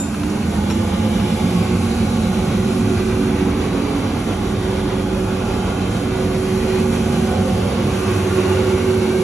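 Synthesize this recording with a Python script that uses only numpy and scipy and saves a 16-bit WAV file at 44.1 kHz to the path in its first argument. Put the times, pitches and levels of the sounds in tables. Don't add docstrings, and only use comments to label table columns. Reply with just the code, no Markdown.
import sys
import numpy as np
from scipy import signal
from scipy.fft import rfft, irfft, next_fast_len
from scipy.io import wavfile
from scipy.ndimage import uniform_filter1d, map_coordinates

SR = 44100
rng = np.random.default_rng(int(sys.argv[2]) if len(sys.argv) > 2 else 0)


def output_pcm(signal):
    pcm = np.clip(np.atleast_2d(signal).T, -1, 1) * 32767
    wavfile.write(sys.argv[1], SR, np.round(pcm).astype(np.int16))


N = 407043
FULL_SPEED_HZ = 46.85


def blower(waver_db, jitter_rad, blade_lean_db, wake_db):
    angle = 2 * np.pi * np.cumsum(shaft_speed_hz()) / SR
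    blades = blade_tone(8 * angle, wake_db)
    octave = blade_octave(8 * angle)
    shake = unbalance(angle)
    hum = shaft_hum(angle, waver_db, jitter_rad)
    lean = amp([[blade_lean_db / 2], [-blade_lean_db / 2]])
    return blades * lean + octave + shake + hum


def shaft_speed_hz():
    # (time [s], shaft speed [turns/s])
    run_up = [(0, 34.5), (.3, 37.9), (.6, 40.8), (1, 43.3), (1.5, 45.25), (2, 46.05), (2.6, 46.6),
              (3.5, 46.85), (9.23, 46.85)]
    return curves(run_up)[0]


def blade_tone(blade_angle, wake_db):
    # (time [s], peak level [dB])
    blade_level = [(0, -25), (.12, -30), (.17, -34), (.26, -21.5), (.45, -35), (.62, -27.5), (.8, -24.5),
                   (.97, -36), (1.18, -26.5), (1.33, -31.5), (1.52, -23.5), (1.66, -29.5), (1.87, -26.5),
                   (2.07, -34.5), (2.45, -25.5), (3.1, -22.5), (3.5, -24), (3.85, -34), (4.05, -41),
                   (4.4, -30), (4.7, -25), (5.35, -24.5), (5.9, -33), (6.2, -22.5), (6.7, -18.5),
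                   (7.15, -24), (7.7, -30.5), (8.1, -24.5), (8.4, -19), (8.6, -17.5), (9.05, -16),
                   (9.23, -18)]
    tone = amp(0.45 * wobble(12)) * np.sin(blade_angle + 0.055 * wobble(9))
    wake = wobble(26) * np.cos(blade_angle) + wobble(26) * np.sin(blade_angle)
    return amp(curves(blade_level)[0]) * (tone + amp(wake_db) * wake)


def blade_octave(blade_angle):
    # (time [s], level [dB])
    octave_level = [(0, -62), (1.3, -53), (2.2, -39), (3, -55), (4.2, -40), (6.8, -59), (7.4, -33.5),
                    (8.1, -53), (9.23, -57)]
    level_db = curves(octave_level)[0] + 1.2 * wobble(11)
    return amp(level_db) * np.sqrt(2) * np.sin(2 * blade_angle + 0.55 * wobble(16))


def unbalance(angle):
    level_db = driven(full_db=-55.5, doubling_db=24) + near(place_m=-0.67, reach_m=1.3, lift_db=21.5)
    return amp(level_db + 1.0 * wobble(7.3)) * np.sqrt(2) * np.sin(angle)


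def shaft_hum(angle, waver_db, jitter_rad):
    # (multiple of shaft rate [-], level before the front panel's gain [dB])
    faint_tones = [(3.715, -36.5), (25, -47)]
    strong_harmonics = { 2: [(0, -40), (.75, -27), (1.25, -40), (1.8, -25.5), (2.7, -36.5), (3.5, -40),
                        (5, -40), (6.7, -41), (7.3, -28), (9.23, -32)], 4: [(0, -50), (1.3, -39),
                        (2.2, -30), (2.8, -27.5), (4.3, -34), (5.3, -28), (6.3, -31), (6.75, -30),
                        (7.6, -31), (8.3, -32), (9.23, -34)], 5: [(0, -40), (.7, -28), (1.3, -25),
                        (1.75, -33), (2.2, -28.5), (3.25, -30.5), (3.8, -44), (5.8, -52), (6.6, -29),
                        (7.3, -25), (7.75, -27.5), (8.3, -38)], 6: [(2.2, -46), (2.8, -33), (3.7, -31),
                        (4.6, -34), (5.5, -36.5), (7.7, -43), (8.3, -55)]}
    hum = np.zeros(N)
    for multiple, db in faint_tones:
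        phase = multiple * (angle + jitter_rad * wobble(17)) + .5 * wobble(1.52)
        hum += amp(db + waver_db * wobble(2.99)) * np.sqrt(2) * np.sin(phase)
    hum *= amp(driven(full_db=-4.5, doubling_db=24) + near(place_m=0.042, reach_m=0.71, lift_db=5.0))
    for multiple, levels in strong_harmonics.items():
        phase = multiple * (angle + jitter_rad * wobble(17)) + .5 * wobble(1.542)
        hum += amp(curves(levels)[0] + 0.93 * wobble(6)) * np.sqrt(2) * np.sin(phase)
    return hum


def latch(click_t60_s, low_hz, high_hz, knock_db, knock_t60_s):
    # (time [s], click before its band filter [dB], lever [dB], hook [dB], catch [dB], door [dB])
    contacts = [(0.001, -38, -21.5, -38, -60, -50), (0.144, -36, -60.5, -60, -54, -21),
                (0.1979, -27, -54, -54, -58, -48), (0.2342, -27.5, -56.5, -42, -40, -22),
                (0.2997, -29, -60, -36, -58, -50), (0.701, -30, -35, -33, -33, -28),
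                (0.7061, -31, -42, -44, -42, -17.5), (0.711, -36, -55, -30, -50, -40),
                (0.722, -37, -52, -37, -54, -37), (0.9464, -33, -60, -50, -55, -45),
                (1.199, -35, -61, -52, -46, -21)]
    # (frequency [Hz], level re the part's contact level [dB], t60 [s])
    lever = [(3677, -18, .35), (7224, 0, .31), (8393, -18, .3), (11480, -20, .25)]
    hook = [(5530, -2, .07), (5610, -6, .06), (5790, -5, .04), (9702, -12, .06), (11670, -12, .04)]
    catch = [(2450, -3, .03), (2950, -2, .03), (3370, -3, .03), (3870, -2, .03), (3990, -2, .04),
             (4242, -6, .04)]
    door = [(1040, -7, 0.035), (1320, -7, 0.043), (1560, -11.5, 0.04), (2460, -15, 0.04), (2660, -13, 0.04)]
    # (frequency [Hz], gain [dB])
    knock_response = [(600, -18), (1000, -4), (1500, 0), (2100, -3), (3800, -7), (5500, -28)]

    clicks, knocks, metal = np.zeros((3, 2, N + SR))
    t = np.arange(SR // 2) / SR
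    for s, click_db, lever_db, hook_db, catch_db, door_db in contacts:
        start = max(round(s * SR), 0)
        span = slice(start, start + len(t))
        clicks[:, span] += amp(click_db - 60 * t / click_t60_s) * rng.standard_normal((2, len(t)))
        knocks[:, span] += amp(door_db + knock_db - 60 * t / knock_t60_s) * rng.standard_normal(len(t))
        for modes, db in (lever, lever_db), (hook, hook_db), (catch, catch_db), (door, door_db):
            metal[:, span] += amp(db) * ring(modes, t)

    def click_band(hz):
        low_cut = 1j * hz / (low_hz + 1j * hz)
        return low_cut * (high_hz / (high_hz + 1j * hz)) ** 2

    def door_body(hz):
        return amp(along(knock_response, hz, outside=-120))

    return filtered(clicks[:, :N], click_band) + filtered(knocks[:, :N], door_body) + metal[:, :N]


def ring(modes, t):
    total = 0
    for hz, db, t60_s in modes:
        turns = hz * t + rng.random((2, 1)) / 10
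        total = total + amp(db - 60 * t / t60_s) * np.sin(2 * np.pi * turns)
    return total


def cabinet():
    tumble = wobble(7)
    return drum_rumble(tumble) + deep_thud() + front_panel(tumble) + side_panel()


def drum_rumble(tumble):
    # (time [s], level [dB])
    rumble_level = [(0, -32), (.3, -25), (1.2, -25), (1.9, -23.5), (2.7, -24), (4.2, -26), (4.7, -24.5),
                    (6, -26), (6.8, -24.5), (7.5, -23.5), (8.5, -24.5), (9.23, -26)]
    # (frequency [Hz], relative density [dB per Hz])
    rumble_band = [(20, -30), (36, -25), (48, -13), (62, -2), (68, -4), (78, -1), (94, 1.5), (108, 3),
                   (118, -8), (132, -2.5), (155, -8), (180, -9), (260, -67)]
    noise = even(rush(rumble_band, patchy_db=2.0), share=.3, size=8000)
    return amp(curves(rumble_level)[0] + 0.5 * tumble) * noise


def deep_thud():
    # (frequency [Hz], relative density [dB per Hz])
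    thud_band = [(20, -24), (36, -16), (44, 10), (50, 16), (57, 12), (63, 17), (80, -37)]
    level_db = driven(full_db=-57, doubling_db=4) + near(place_m=-.8, reach_m=1.25, lift_db=14.0)
    return amp(level_db) * rush(thud_band, patchy_db=3.0)


def front_panel(tumble):
    # (time [s], level [dB])
    front_level = [(0, -25.5), (.4, -22.8), (1.5, -19.5), (2.2, -21), (3.2, -22.5), (3.9, -26.5),
                   (4.7, -25.5), (5.9, -27.5), (6.5, -23), (7.3, -23), (8.2, -25.5), (9.23, -23.5)]
    # (frequency [Hz], relative density [dB per Hz])
    front_band = [(120, -54), (160, -10), (174, -1.5), (182, -4.5), (193, 3.5), (204, 1), (219, 2),
                  (232, 2), (243, -7.5), (260, -22), (330, -73.5)]
    noise = even(rush(front_band, patchy_db=4.5, size=3), share=0.68, size=7000)
    return amp(curves(front_level)[0] + 0.23 * tumble) * noise


def side_panel():
    # (time [s], level [dB])
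    side_level = [(0, -33), (2.4, -31), (2.75, -28), (3.1, -29), (3.45, -24.5), (3.7, -29), (4, -22.5),
                  (4.6, -32.5), (5.3, -28), (5.6, -30.5), (5.9, -27), (6.9, -33), (7.8, -29.5),
                  (9.23, -33.5)]
    # (frequency [Hz], relative density [dB per Hz])
    side_band = [(115, -30), (135, 0), (155, -3), (180, -26), (225, -22), (248, -2.5), (266, 2.5),
                 (279, 9.5), (290, 4), (302, 1), (318, -2), (380, -58)]
    return amp(curves(side_level)[0]) * rush(side_band, patchy_db=3.0, size=3)


def airflow(leak_db, surge_db):
    flutter = wobble(20) + amp(surge_db) * wobble(6.7)
    return duct_roar(flutter) + duct_howl() + grille_rush(flutter) + gap_hiss(flutter, leak_db)


def duct_roar(flutter):
    # (frequency [Hz], relative density [dB per Hz])
    duct_band = [(220, -38), (320, 2), (400, 3), (440, 1.5), (490, 0.5), (560, -3), (640, -6), (720, -6),
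                 (860, -6.5), (970, -8.5), (1200, -34), (1800, -71)]
    # (frequency [Hz], width [Hz], lift [dB])
    duct_modes = [(490, 15, 2.5), (697, 21, 4.5), (787, 25, 3.5), (838, 13.6, 7.5), (880, 16, 3.5)]
    level_db = driven(full_db=-28.0, doubling_db=11) + near(place_m=0.97, reach_m=0.44, lift_db=1.3)
    return amp(level_db + 0.8 * flutter) * rush(duct_band, patchy_db=2, modes=duct_modes)


def duct_howl():
    # (time [s], level [dB])
    howl_level = [(0, -48), (1.1, -33), (1.8, -45), (2.3, -37), (3.8, -47), (4.7, -42.5), (6.3, -41),
                  (7.5, -28.5), (8.1, -40), (8.6, -32.5), (9.23, -35)]
    upper_level = [(0, -43), (1.2, -34), (1.8, -37.5), (2.2, -35), (2.9, -43.5), (7, -43.5), (7.4, -34),
                   (8.1, -45), (9.23, -52)]
    pipe_level = [(0, -58), (.4, -41), (1.3, -32), (2.1, -45), (3, -33), (4.5, -43), (7.8, -35), (8.5, -26),
                  (9.23, -32)]
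    # (frequency [Hz], relative density [dB per Hz])
    howl_band = [(460, -34), (495, -9), (521, 5.5), (540, -5), (565, -5.5), (620, -28)]
    upper_band = [(630, -21), (690, -2.5), (720, -11), (748, -1.5), (775, -1.5), (812, -6), (839, 0.5),
                  (865, -2.5), (910, -18)]
    pipe_band = [(348, -30), (356, -6), (361, 1.5), (366, -10.5), (374, -26)]
    howl = amp(curves(howl_level)[0] + 1.2 * wobble(16)) * rush(howl_band, patchy_db=4.5)
    upper = amp(curves(upper_level)[0]) * rush(upper_band, patchy_db=5.5)
    pipe = amp(curves(pipe_level)[0]) * even(rush(pipe_band, patchy_db=0.8), share=0.45, size=12000)
    return howl + upper + pipe


def grille_rush(flutter):
    # (frequency [Hz], relative density [dB per Hz])
    grille_band = [(600, -3), (900, -13.5), (1000, -2), (1200, 3), (1300, -1.5), (1540, -0.5),
                   (1750, -12.5), (2600, -59)]
    # (frequency [Hz], width [Hz], lift [dB])
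    grille_modes = [(1010, 40, 4.5), (1102, 22, 5.5), (1160, 32, 1), (1382, 60, 3), (1462, 24, 5)]
    level_db = driven(full_db=-35.0, doubling_db=7.5) + near(place_m=0.81, reach_m=0.23, lift_db=3.5)
    noise = rush(grille_band, patchy_db=2.5, modes=grille_modes)
    return amp(level_db + 0.5 * flutter + 0.27 * wobble(20)) * noise


def gap_hiss(flutter, leak_db):
    # (time [s], level [dB])
    hiss_level = [(0, -39.5), (.5, -36.5), (1.3, -33), (2.3, -34.5), (2.95, -34.5), (3.8, -35), (5.7, -36),
                  (6.6, -33.5), (7.5, -35), (8.1, -33.2), (8.55, -32.5), (9.23, -34.5)]
    # (frequency [Hz], relative density [dB per Hz])
    hiss_band = [(900, -48), (1600, -5.5), (1950, -1), (2400, 1.5), (3000, -1), (4000, -4.5), (5200, -9.5),
                 (7000, -23), (12000, -60)]
    fine_band = [(3000, -4.5), (5000, -5.5), (6000, 1), (7200, 0), (9000, 3.5), (10400, 3), (11500, -4),
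                 (12300, -13), (13000, -61)]
    hiss_db = curves(hiss_level)[0] + 0.65 * flutter + 0.46 * wobble(20)
    leak = near(place_m=-0.043, reach_m=0.45, lift_db=1) + near(place_m=0.86, reach_m=0.28, lift_db=1.1)
    fine_db = driven(full_db=-39.5, doubling_db=2.5) + leak_db * leak
    hiss = amp(hiss_db) * rush(hiss_band, patchy_db=2.5, size=14)
    fine = amp(fine_db + 0.13 * flutter + 0.76 * wobble(14)) * rush(fine_band, patchy_db=2.2)
    return hiss + fine


def driven(full_db, doubling_db):
    return full_db + doubling_db * np.log2(shaft_speed_hz() / FULL_SPEED_HZ)


def near(place_m, reach_m, lift_db):
    # (time [s], distance right of the door [m])
    path = [(0, 0.44), (1.4, 0.15), (2.2, -0.3), (3, -0.33), (3.5, -0.67), (4.2, -1), (4.8, -0.89),
            (5.9, -0.7), (6.6, -0.29), (7.4, 0.36), (8.4, 0.89), (9.23, 1.1)]
    phone_m, = curves(path)
    return lift_db * np.exp(-((phone_m - place_m) / reach_m) ** 2)


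def rush(spectrum, patchy_db, modes=(), size=8):
    # (frequency [Hz], likeness [0-1])
    likeness = [(100, 1), (250, 1), (450, 0.89), (700, 0.33), (1100, 0.56), (1800, 0.99), (2300, 0.62),
                (2800, 0.14), (4000, 0), (5000, 0.55), (5300, 1), (6700, 0.82), (7200, 1), (10000, 1)]
    hz = np.fft.rfftfreq(8192, 1 / SR)[:, None]
    shape = (len(hz), N // 4096 + 3)
    field = uniform_filter1d(rng.standard_normal(shape), size=size, axis=0)
    field = uniform_filter1d(field, size=6, axis=1)
    db = along(spectrum, hz, outside=-120)
    for mode_hz, width_hz, lift_db in modes:
        db = db + lift_db / (1 + (2 * (hz - mode_hz) / width_hz) ** 2)
    real, imag = rng.standard_normal((2, 2, *shape))
    turn = np.arccos(np.clip(along(likeness, hz), 0, 1)) / 2
    gain = amp(db + patchy_db * unit(field))
    gain = gain / np.linalg.norm(gain, axis=0)
    bins = (real + 1j * imag) * gain * [np.cos(turn), np.sin(turn)]
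    mid, side = signal.istft(bins, window="cosine")[1][:, :N]
    return unit(np.array([mid + side, mid - side]))


def even(x, share, size):
    power = np.abs(uniform_filter1d(np.mean(x ** 2, axis=0), size=size)) + 1e-6
    return unit(x / power ** (np.clip(share, 0, 1) / 2))


def wobble(rate):
    coarse = np.linspace(0, N, 8192)
    knots = rng.standard_normal(int(N * rate / SR) + 4)
    smooth = map_coordinates(knots, [coarse * rate / SR])
    return np.interp(np.arange(N), coarse, smooth)


def curves(rows):
    s, *cols = np.transpose(rows)
    return [np.interp(np.arange(N) / SR, s, c) for c in cols]


def along(points, hz, outside=None):
    f, v = np.transpose(points)
    return np.interp(np.log(hz + 1), np.log(f + 1), v, outside, outside)


def amp(db):
    return 10 ** (np.asarray(db) / 20)


def unit(x):
    return x / np.sqrt(np.mean(x ** 2) + 1e-20)


def filtered(x, response):
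    m = next_fast_len(N + SR // 2)
    return irfft(rfft(x, m) * response(np.fft.rfftfreq(m, 1 / SR)), m)[..., :N]


def arrive(x, lead):
    return filtered(x, lambda hz: np.exp(.5j * along(lead, hz) * np.array([[1], [-1]])))


def scene():
    # (frequency [Hz], lead of the left port [rad])
    machine_lead = [(100, 0), (700, -.1), (2100, .1), (3000, -1.4), (4300, -3.8), (4900, -2.8), (5350, -.9),
                    (5800, -.1), (6700, .7), (8350, 2.9), (9650, 3.4), (11500, 5.5), (12500, 6.2)]
    latch_lead = [(2000, .2), (4000, -.2), (5600, -.4), (7200, 1.6)]
    fan = blower(waver_db=0.5, jitter_rad=0.017, blade_lean_db=-1.0, wake_db=-15)
    steel = cabinet()
    air = airflow(leak_db=3.5, surge_db=-6.5)
    contact = latch(click_t60_s=0.041, low_hz=800, high_hz=6300, knock_db=0.5, knock_t60_s=0.059)
    return arrive(fan + steel + air, machine_lead) + arrive(contact, latch_lead)


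def record(dry):
    # (frequency [Hz], left minus right [dB])
    lean = [(60, -1.5), (110, -1.5), (200, -2.4), (370, -4), (650, -3.7), (1180, -1.7), (2150, 0),
            (3900, -1), (5100, -2.5), (5700, 0)]
    top_hz = 13200

    def ports(hz):
        return amp(along(lean, hz) * np.array([[.5], [-.5]])) * (hz < top_hz)

    return filtered(dry, ports)


dry = scene()
out = record(dry)
output_pcm(out)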